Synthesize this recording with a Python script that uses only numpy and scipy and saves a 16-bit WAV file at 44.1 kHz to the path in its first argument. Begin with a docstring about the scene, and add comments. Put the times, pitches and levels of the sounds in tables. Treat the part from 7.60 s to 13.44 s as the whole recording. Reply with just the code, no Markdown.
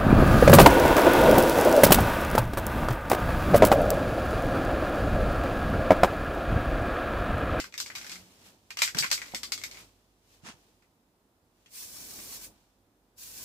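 """Spray can in a small shed

A spray can is swung about: its mixing ball knocks and skids inside the steel shell. A sleeve rustles,
a hand takes hold of a metal frame with a soft bump, and the nozzle lets out two turbulent jets.
Outdoor air noise and a far engine come through the thin walls; the recorder's noise suppressor
turns them down in the pauses."""
import sys
import numpy as np
from scipy import signal
from scipy.fft import rfft, irfft, next_fast_len
from scipy.io import wavfile
from scipy.ndimage import uniform_filter1d, map_coordinates

SR = 44100
rng = np.random.default_rng(int(sys.argv[2]) if len(sys.argv) > 2 else 0)


def wav_record(signal):
    """Record a signal, one row per channel, as 16-bit PCM in the file named by sys.argv[1]."""
    frames = np.transpose(np.atleast_2d(signal))
    bounded = np.clip(frames, -1, 1)
    # unit amplitude maps onto the largest positive 16-bit level
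    quanta = np.round(bounded * 32767).astype(np.int16)
    wavfile.write(sys.argv[1], SR, quanta)


N = 257544
TIME = np.arange(N) / SR

# dull noise of moving air: (frequency [Hz], level [dB])
DULL_AIR = [(45, -23.5), (75, 1), (100, 2.5), (140, -5), (190, 0), (280, 0.5), (450, -3.5), (950, -9.5),
            (1400, -17.5), (2500, -30), (6000, -55)]


def rattle(gain_db=20, chatter_per_s=36, chatter_hz=2086, scatter_octaves=0.28, spread_db=2.5):
    """The mixing ball knocks about the can, then chatters lightly on random spots as a swing dies."""
    # ball hits, with the finger's tap on the nozzle cap at 4.06 s among them; hollowness is high on the thin
    # side wall and low on the stiff ends: (time [s], strength [dB], hollowness [dB], ring centre of the spot
    # [Hz], skid [dB])
    hits = [(0.000, -30, -1.5, 1983, -3), (0.041, -38.5, 5, 1600, -6.5), (0.124, -48.5, 5, 2500, -11.5),
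            (0.14, -37.5, 3.5, 1915, -14.5), (0.178, -29.5, -5.5, 2450, -0.5), (0.201, -24, -6.5, 1230, -6),
            (0.261, -39.5, -1.5, 2400, 4), (0.301, -45, 10, 1808, 0), (0.352, -34, 2, 2500, -4.5),
            (0.359, -34, -0.5, 2520, -4.5), (0.382, -36.5, -2.5, 1500, -6), (0.495, -35.5, -3.5, 2430, -12),
            (0.517, -36, -3, 2720, -0.5), (1.105, -36.5, 4, 2408, -7.5), (1.171, -31.5, 3, 2840, -11),
            (1.189, -26.5, 0.5, 2888, -10), (1.219, -15.5, 0, 2475, -3.5), (1.234, -21.5, -10, 2380, -4.5),
            (1.276, -29.5, 4, 1810, -5), (1.347, -32, 3.5, 1500, -16), (1.369, -31, 0.5, 2800, -4),
            (1.381, -32.5, 2, 1600, -3.5), (1.386, -14.5, -10.5, 4960, -14.5), (1.425, -31, 8, 2214, -4.5),
            (1.434, -31.5, 7, 2120, -6.5), (1.442, -30, 9, 1584, -13.5), (1.463, -35, 2, 1580, -3),
            (1.502, -36, -1.5, 5476, -8), (1.514, -17.5, -2.5, 5000, -2), (1.528, -21, -6.5, 4800, -8.5),
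            (1.578, -38, 6, 2160, -5.5), (1.617, -36.5, 6, 1860, -4), (1.72, -47, 0, 2070, -10.5),
            (1.747, -27, -4, 2104, -3), (1.832, -27.5, -3.5, 4570, -9), (1.920, -21.5, -5.5, 2285, -12),
            (1.977, -37, -4, 2070, -2), (2.015, -43.5, 0, 2170, -0.5), (2.037, -27.5, -4, 2100, -26),
            (2.112, -39.5, -4.5, 2300, -11), (3.223, -67, 12.5, 1620, -0.5), (4.060, -54.5, 5.5, 3180, -5),
            (4.589, -52.5, 6.5, 2280, 1.5)]
    # runs of chatter: (start [s], length [s], strength [dB])
    chatter = [(0.402, .18, -41.5), (1.645, .06, -46), (2.13, .08, -47)]
    out = np.zeros((2, N))
    for time, *hit in hits:
        add(out, time, knock(*hit))
    for start, length, db in chatter:
        scatter = rng.uniform(-1, 1, (round(length * chatter_per_s), 3))
        for k, (late, force, spot) in enumerate(scatter):
            time = start + (k + 0.5 + 0.26 * late) / chatter_per_s
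            spot_hz = chatter_hz * 2 ** (scatter_octaves * spot)
            add(out, time, knock(db + spread_db * force, hollow_db=1.5, spot_hz=spot_hz))
    return amp(gain_db) * out


def knock(db, hollow_db, spot_hz, skid_db=-3, wet_db=0.5, ring_send_db=-5):
    """One hit of the ball, a little to the left: contact noise, ringing steel and the shed's echo."""
    contact = ball_contact(db, hollow_db, skid_db)
    ring = shell_ring(hollow_db, spot_hz)
    send = contact + amp(ring_send_db) * ring
    heard = amp(wet_db) * signal.fftconvolve(send, shed_echo(), axes=1)
    add(heard, 0, (contact + ring) * amp([[1.2], [-1.2]]))
    return amp(db) * heard


def ball_contact(db, hollow_db, skid_db, rise_s=0.00028, crack_s=0.0046, skid_s=0.016, size=8192):
    """The ball cracks on the wall and skids on: a harder hit is brighter, a hollower spot fuller."""
    # ball against steel: (frequency [Hz], level [dB])
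    spectrum = [(100, -33.5), (400, -20), (800, -12.5), (1150, -5.5), (2200, -0.5), (3000, -5), (4700, -1),
                (6300, -4), (8000, -5), (9800, -17), (12500, -11), (16000, -23.5)]
    t = np.arange(size) / SR
    crack = unit(diffuse(spectrum, size) * (1 - np.exp(-t / rise_s)) * np.exp(-t / crack_s))
    skid = unit(diffuse(spectrum, size) * np.exp(-t / skid_s))
    treble_db = -2 + 0.068 * (db + 30)  # a medium hit has a strength of -30 dB
    tone = [(2400, hollow_db), (3600, 0.002), (6000, 0.0012), (10000, treble_db)]
    return colour(crack + amp(skid_db) * skid, lambda hz: read(tone, hz))


def shell_ring(hollow_db, spot_hz, reach_octaves=0.19, belly_hz=2070, belly_octaves=0.15, size=8192):
    """The steel shell rings in the modes near spot_hz; a hollower spot rings more."""
    # shell modes: (frequency [Hz], level [dB], t60 [s])
    modes = [(1052, -7, 0.088), (1222, -4, 0.029), (1410, -5, 0.079), (1560, -0.5, 0.037),
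             (1685, -0.5, 0.017), (1960, -8, .07), (2042, -5, 0.09), (2180, 0.5, 0.066),
             (2287, -2.5, 0.055), (2416, -1, 0.058), (2490, -6, 0.086), (2664, -9.5, 0.11),
             (2870, -2.5, 0.064), (3270, -3.5, .1), (4100, -1.5, 0.092), (4165, -3, .1), (4540, 2.5, .1),
             (4550, -0.5, .1), (4920, -5.5, 0.075), (5800, 0.5, .1), (5640, -1, .1)]
    hz, db, t60 = np.transpose(modes)[:, :, None]
    t = np.arange(size) / SR
    share = amp(db) / (1 + (np.log2(hz / spot_hz) / reach_octaves) ** 2)
    phase = rng.random((2, len(hz), 1))
    partials = share * np.exp(-np.log(1000) * t / t60) * np.sin(2 * np.pi * (hz * t + phase))
    # the belly, the middle of the side wall, rings most freely
    belly = np.exp(-(np.log2(spot_hz / belly_hz) / belly_octaves) ** 2)
    return amp(hollow_db + 5.5 * (belly - 1)) * unit(partials.sum(1))


def spray(gain_db=4, wet_db=-8, sputter_db=1, bounce_db=-12, drift=0.15, bounces=6):
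    """The turbulent jet sputters slightly; echoes off frame and bench shift as the can moves."""
    # hiss of the jet: (frequency [Hz], level [dB])
    spectrum = [(500, -29.5), (900, -9.5), (1200, -5.5), (1380, -11.5), (1600, -4), (1930, -8.5),
                (2360, -4), (3200, -7), (4230, -2), (6050, 0.5), (10000, -2.5), (14000, -2.5),
                (15500, -1.5)]
    # nozzle presses: (press [s], time to open fully [s], release [s])
    presses = [(4.052, .104, 4.85), (5.546, 0.04, 5.9)]
    # the jet's level as the can is aimed about, one curve a press: (time [s], level [dB])
    aims = [
        [(4.16, -46), (4.232, -44.5), (4.272, -50), (4.37, -48), (4.694, -47.5), (4.744, -43.5), (4.774, -48),
         (4.788, -54), (4.85, -44)],
        [(5.6, -51), (5.628, -46.5), (5.734, -50.5), (5.774, -46.5), (5.84, -46.5)],
    ]
    flow = sum(valve(*press, aim) for press, aim in zip(presses, aims))
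    jet = diffuse(spectrum) * flow * flutter(sputter_db, size=200)
    paths = rng.uniform([0.001, -1], [0.009, 1], (bounces, 2, 2))
    near = jet.copy()
    for k, ports in enumerate(paths):
        for port, (delay_s, sway_phase) in enumerate(ports):
            lag_s = delay_s * (1 + drift * np.sin(np.pi * (TIME / 2 + sway_phase)))
            echo = map_coordinates(jet[port], [(TIME - lag_s) * SR], order=3)
            near[port] += (-1) ** k * amp(bounce_db) * echo
    near /= np.sqrt(1 + bounces * amp(bounce_db) ** 2)
    room = signal.fftconvolve(near, shed_echo(), axes=1)[:, :N]
    return amp(gain_db) * (near + amp(wet_db) * room)


def valve(press_s, open_s, release_s, aim, shut_db_per_s=540):
    """The jet's gain for one press: the valve seeps, opens, holds while aimed, and snaps shut."""
    opening = np.clip((TIME - press_s) / open_s, 0, 1) ** 3
    aim_db = np.interp(TIME, *np.transpose(aim))
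    shut_db = shut_db_per_s * np.maximum(TIME - release_s, 0)
    return opening * amp(aim_db - shut_db)


def bumps(rise_s=0.001, decay_s=0.013, size=8192):
    """Hand and can bump softly: a low push a little to the right, hardly ringing, and a dull puff."""
    # soft bumps: (time [s], level [dB], pitch [Hz], puff against push [dB])
    thuds = [(1.35, -35, 159, -8), (1.367, -39.5, 228, -4), (1.406, -37.5, 143.4, -8.5),
             (1.443, -48.5, 200, -5), (1.513, -48.5, 568, -1.5), (1.735, -42, 210, 3),
             (2.834, -46.5, 163, -11.5), (2.885, -57.5, 220, -15), (2.939, -55, 131, -10.5),
             (4.586, -49, 195, -22)]
    out, t = np.zeros((2, N)), np.arange(size) / SR
    envelope = (1 - np.exp(-t / rise_s)) ** 2 * np.exp(-t / decay_s)
    envelope /= envelope.max()
    for time, db, hz, puff_db in thuds:
        puff = diffuse([(hz / 3, -20), (hz, 0), (900, -5), (2000, -25), (8000, -60)], size)
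        push = amp([[-2.5], [2.5]]) * np.sin(2 * np.pi * hz * t + np.array([[0.5], [-0.5]]))
        add(out, time, amp(db) * envelope * (push + amp(puff_db) * puff))
    return out


def sleeve(gain_db=1):
    """Cloth rubs in small uneven catches as the arm moves."""
    # cloth rustle: (frequency [Hz], level [dB])
    spectrum = [(200, -9.5), (900, 0), (2500, 2), (6000, 1), (9500, -4.5), (16000, -8.5)]
    # arm movements: (peak [s], level [dB], rise [s], fall [s])
    moves = [(.53, -51, .45, 0.15), (.72, -63.5, .25, .25), (.868, -57, .1, .1), (1.6, -53.5, .6, 0.84),
             (2.2, -55.5, .3, 0.086), (2.745, -61.5, 0.12, 0.097), (2.98, -67, .12, .45),
             (4.02, -71.5, .17, .2), (4.96, -68.5, .25, 0.31)]
    return amp(gain_db) * diffuse(spectrum) * swells(moves) * flutter(depth_db=0.8, size=250)


def hand_brush(gain_db=2):
    """The hand brushes the metal frame, catching twice."""
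    # hand rubbing on metal: (frequency [Hz], level [dB])
    spectrum = [(90, -18), (200, 1.5), (520, -9.5), (780, -4), (1000, -3), (1150, -6), (1400, -3),
                (1750, -4), (2300, -8), (2800, -5.5), (3800, -11), (6500, -10), (15000, -30)]
    # catches: (peak [s], level [dB], rise [s], fall [s])
    catches = [(2.87, -45, 0.04, .028), (2.894, -47.5, 0.026, 0.062)]
    return amp(gain_db) * diffuse(spectrum) * swells(catches) * flutter(depth_db=1.6, size=100)


def rush():
    """A soft low rush swells under each spray."""
    # swells of dull noise: (peak [s], level [dB], rise [s], fall [s])
    surges = [(4.6, -57.5, 0.86, .42), (5.84, -61, .4, .4)]
    return diffuse(DULL_AIR) * swells(surges)


def air(rumble_db=-75, dull_db=-60, hiss_db=-75):
    """A steady bed of low outdoor air noise over a faint even hiss."""
    # deep rumble: (frequency [Hz], level [dB])
    rumble = [(15, -32.5), (30, -18), (45, 0), (56, 0.5), (75, -18.5), (160, -46.5)]
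    # nearly flat hiss: (frequency [Hz], level [dB])
    hiss = [(100, 0), (1000, 1.5), (2000, 1), (3500, 4.5), (8000, 1.5), (16000, 0.5)]
    low_air = amp(rumble_db) * diffuse(rumble) + amp(dull_db) * diffuse(DULL_AIR)
    return low_air + amp(hiss_db) * diffuse(hiss)


def far_engine(octave_db=-7, waver_db=1):
    """A far engine hums at its firing rate and the octave above; it slows, then picks up again."""
    # engine run: (time [s], firing rate [Hz], level [dB])
    run = [(0, 58, -75.5), (1.2, 56, -71.5), (2.1, 51.1, -62), (3.0, 46.1, -64.5), (3.7, 42.83, -73),
           (4.8, 42, -64.5), (5.3, 45.26, -69), (5.84, 49.7, -59)]
    times, hz, db = np.transpose(run)
    phase = 2 * np.pi * np.cumsum(np.interp(TIME, times, hz)) / SR
    hum = np.sin(phase) + amp(octave_db) * np.sin(2 * phase)
    return amp(np.interp(TIME, times, db)) * hum * flutter(waver_db, size=8000)


def far_drone(first_peak_hz=181.2, climb_hz_per_s=28):
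    """A faint far tone swells briefly and climbs slowly in pitch."""
    # swells of the drone: (peak [s], level [dB], rise [s], fall [s])
    surges = [(.57, -57, 0.14, .25), (.85, -65, 0.098, .12)]
    hz = first_peak_hz + climb_hz_per_s * (TIME - surges[0][0])
    return swells(surges) * np.sin(2 * np.pi * np.cumsum(hz) / SR)


def shed_echo(build_s=0.0049, size=16384):
    """The shed's echo from one position of the can: it builds fast and dies soonest in the low mids."""
    # reverb time: (frequency [Hz], t60 [s])
    decay = [(150, 0.17), (600, 0.059), (1500, 0.11), (4000, 0.14), (9000, 0.16), (15000, .17)]
    white = diffuse([(20, 0), (20000, 0)], size)
    hz, t, bands = signal.stft(white, SR, nperseg=256)
    fade = amp(-60 * t / read(decay, hz)[:, None])
    tail = signal.istft(bands * fade, SR, nperseg=256)[1][:, :size]
    return unit(tail * (1 - np.exp(-np.arange(size) / SR / build_s)))


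def suppress(x, treble_hz=2000, quiet_db=-73, busy_db=-53, release_s=0.2, attack_s=0.034, size=512):
    """Noise suppressor: clamps the steady floor in pauses, lets go slowly while the treble is busy."""
    # depth in a full pause: (frequency [Hz], cut [dB])
    depth = [(50, 10), (150, 10.5), (450, 12), (1100, 9), (2600, 1.5)]
    hz, _, bands = signal.stft(x, SR, nperseg=size)
    power = np.mean(abs(bands) ** 2, 0)
    treble_db = 10 * np.log10(power[hz > treble_hz].sum(0) + 1e-20)
    pause = np.clip((busy_db - treble_db) / (busy_db - quiet_db), 0, 1)
    poles = np.exp(-size / 2 / SR / np.array([release_s, attack_s]))
    pause = np.max([signal.lfilter([1 - pole], [1, -pole], pause) for pole in poles], 0)
    power = abs(uniform_filter1d(uniform_filter1d(power, 3, 0), 3, 1)) + 1e-20
    floor = amp(6) ** 2 * np.median(power, 1)[:, None]  # up to 6 dB over the median counts as steady
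    steady = np.minimum(floor / power, 1)
    gain = 1 - steady * (1 - amp(-read(depth, hz)[:, None] * pause))
    return signal.istft(bands * gain, SR, nperseg=size)[1][:, :N]


def diffuse(spectrum, size=N, alike_hz=1500):
    """Noise from all sides, rms 1: two spaced microphone ports agree only in the bass."""
    span = next_fast_len(size)
    hz = np.fft.rfftfreq(span, 1 / SR)
    mid, side = rfft(rng.standard_normal((2, span)))
    coherence = np.sinc(hz / alike_hz)
    mid *= np.sqrt(1 + coherence)
    side *= np.sqrt(1 - coherence)
    noise = irfft(np.array([mid + side, mid - side]) * amp(read(spectrum, hz)), span)
    return unit(noise[:, :size]) * np.sqrt(size)


def swells(rows, roundness=1.3):
    """A gain made of swells, each 20 dB down rise_s before its peak and fall_s after."""
    gain = np.zeros(N)
    for peak_s, db, rise_s, fall_s in rows:
        away = np.maximum((peak_s - TIME) / rise_s, (TIME - peak_s) / fall_s)
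        gain += amp(db - 20 * np.minimum(away, 10) ** roundness)
    return gain


def flutter(depth_db, size):
    """A random gain that wavers over about size samples."""
    return amp(depth_db * np.sqrt(size) * uniform_filter1d(rng.standard_normal(N), size))


def colour(x, gain_db):
    """Minimum-phase EQ; gain_db is a function of frequency."""
    size = x.shape[-1]
    cepstrum = irfft(gain_db(np.fft.rfftfreq(size, 1 / SR)) * np.log(10) / 20, size)
    cepstrum[1:size // 2] *= 2
    cepstrum[size // 2 + 1:] = 0
    return irfft(rfft(x) * np.exp(rfft(cepstrum)), size)


def amp(db):
    """Decibels to gain."""
    return 10 ** (np.asarray(db) / 20)


def read(points, hz):
    """A table's value at hz, on a log-frequency axis."""
    points_hz, values = np.transpose(points)
    return np.interp(np.log(hz + 1), np.log(points_hz + 1), values)


def unit(x):
    """Scales each channel to an energy of 1."""
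    return x / np.sqrt(np.sum(x ** 2, -1, keepdims=True) + 1e-20)


def add(mix, start_s, sound):
    """Mixes a sound in at start_s."""
    part = mix[:, max(round(start_s * SR), 0):][:, :sound.shape[-1]]
    part += sound[..., :part.shape[-1]]


def scene():
    """Everything that sounds in the shed."""
    return (bumps() + spray() + sleeve() + hand_brush()
            + air() + far_engine() + far_drone() + rattle() + rush())


def record(dry, cutoff_hz=15550):
    """Noise suppression, the colour of each microphone port, then a steep low-pass."""
    # tone difference between the ports: (frequency [Hz], left minus right [dB])
    balance = [(100, -3.5), (500, -1), (1700, -3.5), (2300, 1), (3000, -1.5), (4500, 0.5), (5300, 5.5),
               (6400, 1.5), (7000, -2.5), (7900, -5.5), (9500, -1.5), (12000, -1), (14500, 2.5)]
    left, right = np.pad(suppress(dry), ((0, 0), (0, 2 ** 18 - N)))
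    left = colour(left, lambda hz: read(balance, hz) / 2)[:N]
    right = colour(right, lambda hz: -read(balance, hz) / 2)[:N]
    lowpass = signal.firwin(511, cutoff_hz, window=("kaiser", 9), fs=SR)
    return signal.oaconvolve(np.array([left, right]), lowpass[None], "same")


dry = scene()
out = record(dry)
wav_record(out)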